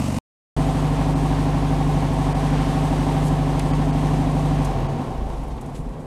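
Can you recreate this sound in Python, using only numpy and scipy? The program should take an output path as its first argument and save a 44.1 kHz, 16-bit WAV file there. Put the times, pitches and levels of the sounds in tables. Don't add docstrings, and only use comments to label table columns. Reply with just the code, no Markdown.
import sys
import numpy as np
from scipy import signal
from scipy.fft import rfft, irfft
from scipy.io import wavfile
from scipy.ndimage import uniform_filter1d

SR = 44100
rng = np.random.default_rng(int(sys.argv[2]) if len(sys.argv) > 2 else 0)


def inscribe(sig):
    pcm = np.round(np.clip(np.atleast_2d(sig).T, -1, 1) * 32767)
    wavfile.write(sys.argv[1], SR, pcm.astype(np.int16))


def decibels_to_gain(level_db):
    exponent = np.asarray(level_db, float) / 20
    return 10 ** exponent


N = 267642
OUTSIDE_END_S, INSIDE_START_S = .1875, .5645
KEY_OFF_S = 4.63
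IDLE_HZ = 12.5

# frequency in Hz, width in Hz, level in dB,
# crank angle at which it is struck as a share of the cycle (0-1).
CABIN_MODES = [
    (30, 7, -5, .05),
    (47, 12, 0, .05),
    (100, 40, -14, .053),
    (148, 22, 0, .378),
    (270, 45, -5, .139),
]


def set_level(x, db):
    return x * decibels_to_gain(db) / np.sqrt(np.mean(x ** 2))


def curve(table):
    s, value = np.transpose(table)
    return np.interp(np.arange(N) / SR, s, value)


def coloured(points):
    hz, db = np.transpose(points)
    bin_hz = np.arange(N // 2 + 1) * SR / N
    shape = decibels_to_gain(np.interp(np.log(bin_hz + 1), np.log(hz), db, -90, -90))
    return set_level(irfft(rfft(rng.standard_normal(N)) * shape, N), 0)


def walk(rate_hz):
    hold = int(SR / rate_hz)
    steps = np.repeat(rng.standard_normal(N // hold + 1), hold)
    return uniform_filter1d(uniform_filter1d(steps, hold), hold)[:N]


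def ring(x, modes):
    out = 0
    for k, (hz, width, db) in enumerate(modes):
        out = out + (-1) ** k * decibels_to_gain(db) * signal.lfilter(*signal.iirpeak(hz, hz / width, SR), x)
    return out


def orders(table, cycles, extra_db, angle, wobble_db):
    out = 0
    for k, db in table:
        gain = decibels_to_gain(db + extra_db(k) + wobble_db * walk(9.9))
        out = out - gain * np.cos(2 * np.pi * k * (cycles - angle(k)))
    return out


def since_key_off():
    return (np.arange(N) / SR - KEY_OFF_S).clip(0)


def unfired():
    return np.minimum(since_key_off() / .14, 1)


def cycle_rate():
    # time in seconds, firing rate in Hz (four firings a cycle).
    idle_hunt = [(.66, 49.8), (.9, 50.1), (1.14, 49.9), (1.46, 50.31), (1.8, 49.92), (2.1, 49.66),
                 (2.42, 49.46), (2.72, 50.36), (3.15, 50.04), (3.52, 49.55), (4.0, 50.33), (4.2, 50.02),
                 (4.36, 50.16), (4.55, 49.85)]
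    down = np.exp(-since_key_off() / 1.0)
    stumble = 1 + .05 * 2 * (1 - down) * walk(14)
    return curve(idle_hunt) * down * stumble / 4


def cabin_db(hz):
    return 10 * np.log10(sum(decibels_to_gain(2 * db) / (1 + (2 * (hz - f) / w) ** 2) for f, w, db, _ in CABIN_MODES))


def struck(hz):
    return min(CABIN_MODES, key=lambda mode: abs(np.log(mode[0] / hz)))[3]


def cabin_boom(hz, cycles, slow):
    # multiple of the cycle, level in dB.
    cabin_orders = [(1, -47), (2, -35), (3, -18), (4, -3), (5, -28), (6, -24), (7, -20), (8, -11), (9, -19),
                    (10, -12), (11, -19), (12, 0), (13, -19), (14, -12), (15, -19), (16, -28), (17, -19),
                    (18, -18), (19, -23), (20, -10), (21, -14), (22, -7), (23, -15), (24, -25)]
    # multiple of the cycle, level in dB.
    gear_mesh = [(34, -27), (52, -29), (54, -24), (56, -25), (61, -21), (62, -20)]
    # time in seconds, level in dB.
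    rocking = [
        (4.63, 0),
        (4.82, 4),
        (5.02, -8),
        (5.2, 3),
        (5.55, 2),
        (5.62, -12),
        (5.72, -10),
        (5.84, 3),
        (5.93, -14),
    ]
    firing_db = curve(rocking)
    uneven_db = .3 - 8 * unfired()
    soft_db = .6 * np.minimum(8 * slow.clip(0), 1)

    def slide_db(k):
        resonance_db = cabin_db(k * hz) - cabin_db(k * IDLE_HZ)
        stroke_db = uneven_db if k % 4 else firing_db
        return resonance_db + stroke_db - soft_db * k - 2.5 * (k % 2)

    boom = orders(cabin_orders, cycles, slide_db, lambda k: struck(k * IDLE_HZ), 1.1 + 3 * slow)
    boom += orders(gear_mesh, cycles, lambda k: -70 * slow, lambda k: .3, 0.73)
    return decibels_to_gain(-20.0) * boom * decibels_to_gain(3 * slow * walk(22))


def tail_pipes():
    # multiple of the cycle, level in dB.
    pipe_orders = [(1, -34), (2, -32), (3, -30.5), (4, -10), (5, -27), (6, -4), (7, -26), (8, -2.5),
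                   (9, -17.5), (10, -4.5), (11, -16.5), (12, -2), (13, -21.5), (14, -10), (15, -8),
                   (16, -4.5), (17, -20.5), (18, -3.5), (19, -4), (20, -5), (21, -12.5), (22, -5),
                   (23, -12), (24, -8.5), (25, -30), (26, -24.5), (27, -13.5), (28, -15.5)]
    # frequency in Hz, density in dB per Hz.
    gas_spectrum = [(220, -46.5), (380, -8), (451, -9), (615, -2), (665, -6), (1090, -7.5), (1420, -19.5),
                    (2950, -17.5), (3290, -23.5), (8750, -23.5), (15500, -41.5)]
    cycles = 11.98 * np.arange(N) / SR
    note = orders(pipe_orders, cycles, lambda k: -7 * (k % 2), lambda k: rng.random(), 1.2)
    pulse = decibels_to_gain(2 * np.cos(8 * np.pi * cycles) + 1.5 * walk(40))
    return decibels_to_gain(-26.0) * note + set_level(pulse * coloured(gas_spectrum), -33)


def valve_clatter(cycles):
    # crank angle (0-1), level in dB.
    knocks = [(0.069, -5.5), (.29, -11.5), (0.349, -5.5), (0.541, -2), (.83, -9.5), (.94, -8.5)]
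    # frequency in Hz, width in Hz, level in dB.
    case_modes = [(348, 35, -3.5), (417.5, 26.2, -3), (498, 108, -7.5), (634.5, 8.5, -5), (659, 10.9, -2.5),
                  (772, 49.7, -2.5), (909, 65, -6), (1041, 38, -6.5), (1112, 38.5, -8.5)]
    angle, size = rng.random((16, 2)).T
    angle = np.append(angle, np.array(knocks)[:, 0])
    size = np.append((2 * size - 1) * decibels_to_gain(-3), -decibels_to_gain(np.array(knocks)[:, 1]))
    turns = np.arange(int(cycles[0]), int(cycles[-1]))[:, None] + angle
    chance = rng.standard_normal(turns.shape + (2,))
    at = np.searchsorted(cycles, turns) + (8 * chance[..., 0]).astype(int)
    blows = np.zeros(N)
    np.add.at(blows, at.clip(0, N - 1).ravel(), (size * decibels_to_gain(2 * chance[..., 1])).ravel())
    rattle = decibels_to_gain(2) * rng.standard_normal(N)
    return set_level(ring(set_level(blows, 0) + rattle, case_modes), 0)


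def loose_tappets(cycles):
    # crank angle (0-1), panel frequency in Hz, width in Hz, level in dB.
    tappet_panels = [
        (.25, 775, 24, -38.5),
        (.0, 665, 45, -43),
        (.9, 410, 45, -47),
        (.04, 1000, 90, -48),
    ]
    out = 0
    turns = np.arange(int(cycles[0]), int(cycles[-1]))
    for angle, hz, width, db in tappet_panels:
        blows = np.zeros(N)
        blows[np.searchsorted(cycles, turns + angle)] = decibels_to_gain(2 * rng.standard_normal(len(turns)))
        padded = uniform_filter1d(uniform_filter1d(blows, size=14), size=11)
        out = out + set_level(ring(padded, [(hz, width, 0)]), db + 30)
    return out


def airborne_db(hz, law):
    # time in seconds, gain in dB.
    facing = [(.56, 4.5), (1.4, 1), (1.75, 2), (2.5, 4.5), (3.1, 7.5), (3.4, -1), (3.95, -6), (4.1, 1.5),
              (4.28, -4), (4.65, -2.5), (5.4, 1), (5.85, -3), (6.0, -3)]
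    idle_db, per_speed_db, per_facing_db, unfired_db = law
    speed_db = 20 * np.log10(hz / hz[0])
    return idle_db + per_speed_db * speed_db + per_facing_db * curve(facing) + unfired_db * unfired()


def valve_gear(hz, cycles, slow):
    clatter_law = (-29.5, 1, 0.12, 1.66)
    strikes = decibels_to_gain(-1) * valve_clatter(cycles) + decibels_to_gain(-12 * slow) * loose_tappets(cycles)
    return decibels_to_gain(airborne_db(hz, clatter_law)) * strikes


def roughness_and_rumble(strokes, slow):
    # frequency in Hz, density in dB per Hz.
    rough_spectrum = [(25, -22), (45, -6), (68, -12), (95, -6), (130, 0), (155, -1), (190, -5), (265, 2),
                      (310, -6), (400, -20)]
    # frequency in Hz, width in Hz, level in dB.
    pan_modes = [(92, 26, -2), (120, 20, -5), (140, 30, 0), (160, 18, -8), (228, 30, -9)]
    rough_db = 2 - 8 * unfired() - 35.5 - 9 * slow + 2 * walk(12) + 3 * slow * strokes
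    rough = decibels_to_gain(rough_db) * coloured(rough_spectrum)
    peak_db, rest_db, rise_s, settle_s = -25, -35.5, .12, 0.41
    since = since_key_off()
    settle = np.exp(-((since - rise_s).clip(0) / settle_s) ** 2)
    rumble_db = rest_db + (peak_db - rest_db) * settle - 30 * (1 - since / rise_s).clip(0)
    pan = set_level(ring(coloured(rough_spectrum), pan_modes), 0)
    return rough + decibels_to_gain(rumble_db + 5 * slow * strokes) * pan


def cooling_fan(hz, cycles, breath_db, slow):
    # frequency in Hz, density in dB per Hz.
    fan_spectrum = [(740, -22), (1250, -1), (1560, -5), (1690, -3), (2410, -6.5), (2900, -7), (5200, -16.5),
                    (6760, -19), (11400, -120)]
    # frequency in Hz, density in dB per Hz.
    hiss_spectrum = [(3060, 0), (5200, -4.5), (6880, -3), (8570, -2), (9350, -4), (11600, -9),
                     (14600, -24.5), (15500, -33)]
    # idle level in dB, dB per dB of speed, dB per dB of facing, dB gained once unfired.
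    fan_law = (-40.5, 1.9, 0.25, 0.9)
    hiss_law = (-49, 0.7, 0.25, -5.5)
    shaft = decibels_to_gain(-37.5) * np.sin(2 * np.pi * 3.24 * cycles) * (hz / IDLE_HZ) ** 4
    blown_db = airborne_db(hz, fan_law) + 0.34 * breath_db + 1.07 * walk(13)
    blown = decibels_to_gain(blown_db) * coloured(fan_spectrum)
    air = coloured(hiss_spectrum)
    chirp = decibels_to_gain(-8.0 - 7.2 * slow + 4.2 * walk(11)) * ring(air, [(8300, 300, 0)])
    hiss_db = airborne_db(hz, hiss_law) + breath_db + 1.1 * walk(18)
    return shaft + blown + decibels_to_gain(hiss_db) * (air + chirp)


def key_hand_and_puffs():
    # time in seconds, level in dB, centre in Hz, decay in seconds.
    tick_events = [(3.281, -33, 9000, .015), (3.594, -19.5, 6900, 0.011), (3.597, -20, 3270, 0.011),
                   (3.601, -20, 1700, .02), (3.734, -14, 1400, 0.011), (4.982, -4.5, 190, 0.095),
                   (4.645, -31.5, 7700, .06), (5.39, -52, 8700, .07), (5.43, -48, 8900, 0.065),
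                   (5.476, -50, 8900, 0.082), (5.5, -42, 3500, .1), (5.575, -40, 2500, .07),
                   (5.607, -42, 9500, 0.07), (5.655, -47, 8500, .07), (5.696, -52, 9000, .06),
                   (5.737, -43.5, 8500, .25), (5.744, -39.5, 2900, 0.13), (5.885, -51, 8500, 0.078),
                   (5.93, -44, 2000, 0.086), (5.941, -25, 550, .3)]
    # time in seconds, level in dB, centre in Hz, decay in seconds, rise in seconds.
    sleeve_brush = (3.2, -37, 8900, .1, .077)
    events = [(s, db, hz, decay, .09 * decay) for s, db, hz, decay in tick_events] + [sleeve_brush]
    out = np.zeros(N)
    t = np.arange(SR // 5) / SR
    for s, db, hz, decay, rise in events:
        fade = np.exp(-np.log(1000) * (t - rise) / decay)
        burst = rng.standard_normal(len(t)) * np.minimum(t / rise, fade)
        for _ in range(2):
            burst = signal.lfilter(*signal.iirpeak(hz, .9, SR), burst)
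        start = int(s * SR)
        burst = burst[:N - start]
        out[start:start + len(burst)] += decibels_to_gain(db) * burst
    return signal.sosfilt(signal.butter(3, 11000, fs=SR, output="sos"), out)


def garage_and_whine():
    # frequency in Hz, density in dB per Hz.
    garage_spectrum = [(60, -28), (150, 8), (300, -2), (550, -3), (1000, -17.5), (2500, -26), (6000, -50)]
    whine = decibels_to_gain(-78) * np.sin(2 * np.pi * 11795 * np.arange(N) / SR)
    return decibels_to_gain(-38.5) * coloured(garage_spectrum) + whine


def inside():
    hz = cycle_rate()
    cycles = np.cumsum(hz) / SR
    cycles -= cycles[int(.745 * SR)]
    slow = 1 - hz / IDLE_HZ
    strokes = np.cos(8 * np.pi * cycles)
    breath_db = 0.56 * np.cos(2 * np.pi * (cycles - .58)) + (0.15 + 2.1 * slow) * strokes
    engine = cabin_boom(hz, cycles, slow) + valve_gear(hz, cycles, slow)
    engine = engine + roughness_and_rumble(strokes, slow)
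    fan = cooling_fan(hz, cycles, breath_db, slow)
    return engine + fan + key_hand_and_puffs() + garage_and_whine()


def scene():
    join = .5 * (OUTSIDE_END_S + INSIDE_START_S) * SR
    return np.where(np.arange(N) < join, tail_pipes(), inside())[None]


def thin_treble(x):
    dropouts = [1.147, 2.34, 3.727, 3.92, 4.88]
    treble = signal.sosfiltfilt(signal.butter(6, 3300, "high", fs=SR, output="sos"), x)
    t = np.arange(N) / SR
    for s in dropouts:
        kept = 0
        for hz in 3000 + np.cumsum(rng.uniform(1300, 2300, size=3)):
            strip = signal.butter(2, [hz - 330, hz + 330], "band", fs=SR, output="sos")
            kept = kept + signal.sosfiltfilt(strip, treble)
        x = x - np.exp(-((t - s) / .008) ** 4) * (treble - kept)
    return x


def cut(x):
    t = np.arange(N) / SR
    remnant = decibels_to_gain(-44) * np.clip(1 - ((t - OUTSIDE_END_S) / .02) ** 2, 0, 1)
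    first = np.where(t < OUTSIDE_END_S, 1, remnant)
    return x * np.maximum(first, np.clip((t - INSIDE_START_S) / 0.0012, 0, 1))


def top_cut(x):
    return signal.sosfilt(signal.butter(12, 15690, fs=SR, output="sos"), x)


def record(dry):
    x = signal.sosfilt(signal.butter(2, 28, "high", fs=SR, output="sos"), dry)
    return top_cut(cut(thin_treble(x)))


dry = scene()
out = record(dry)
inscribe(out)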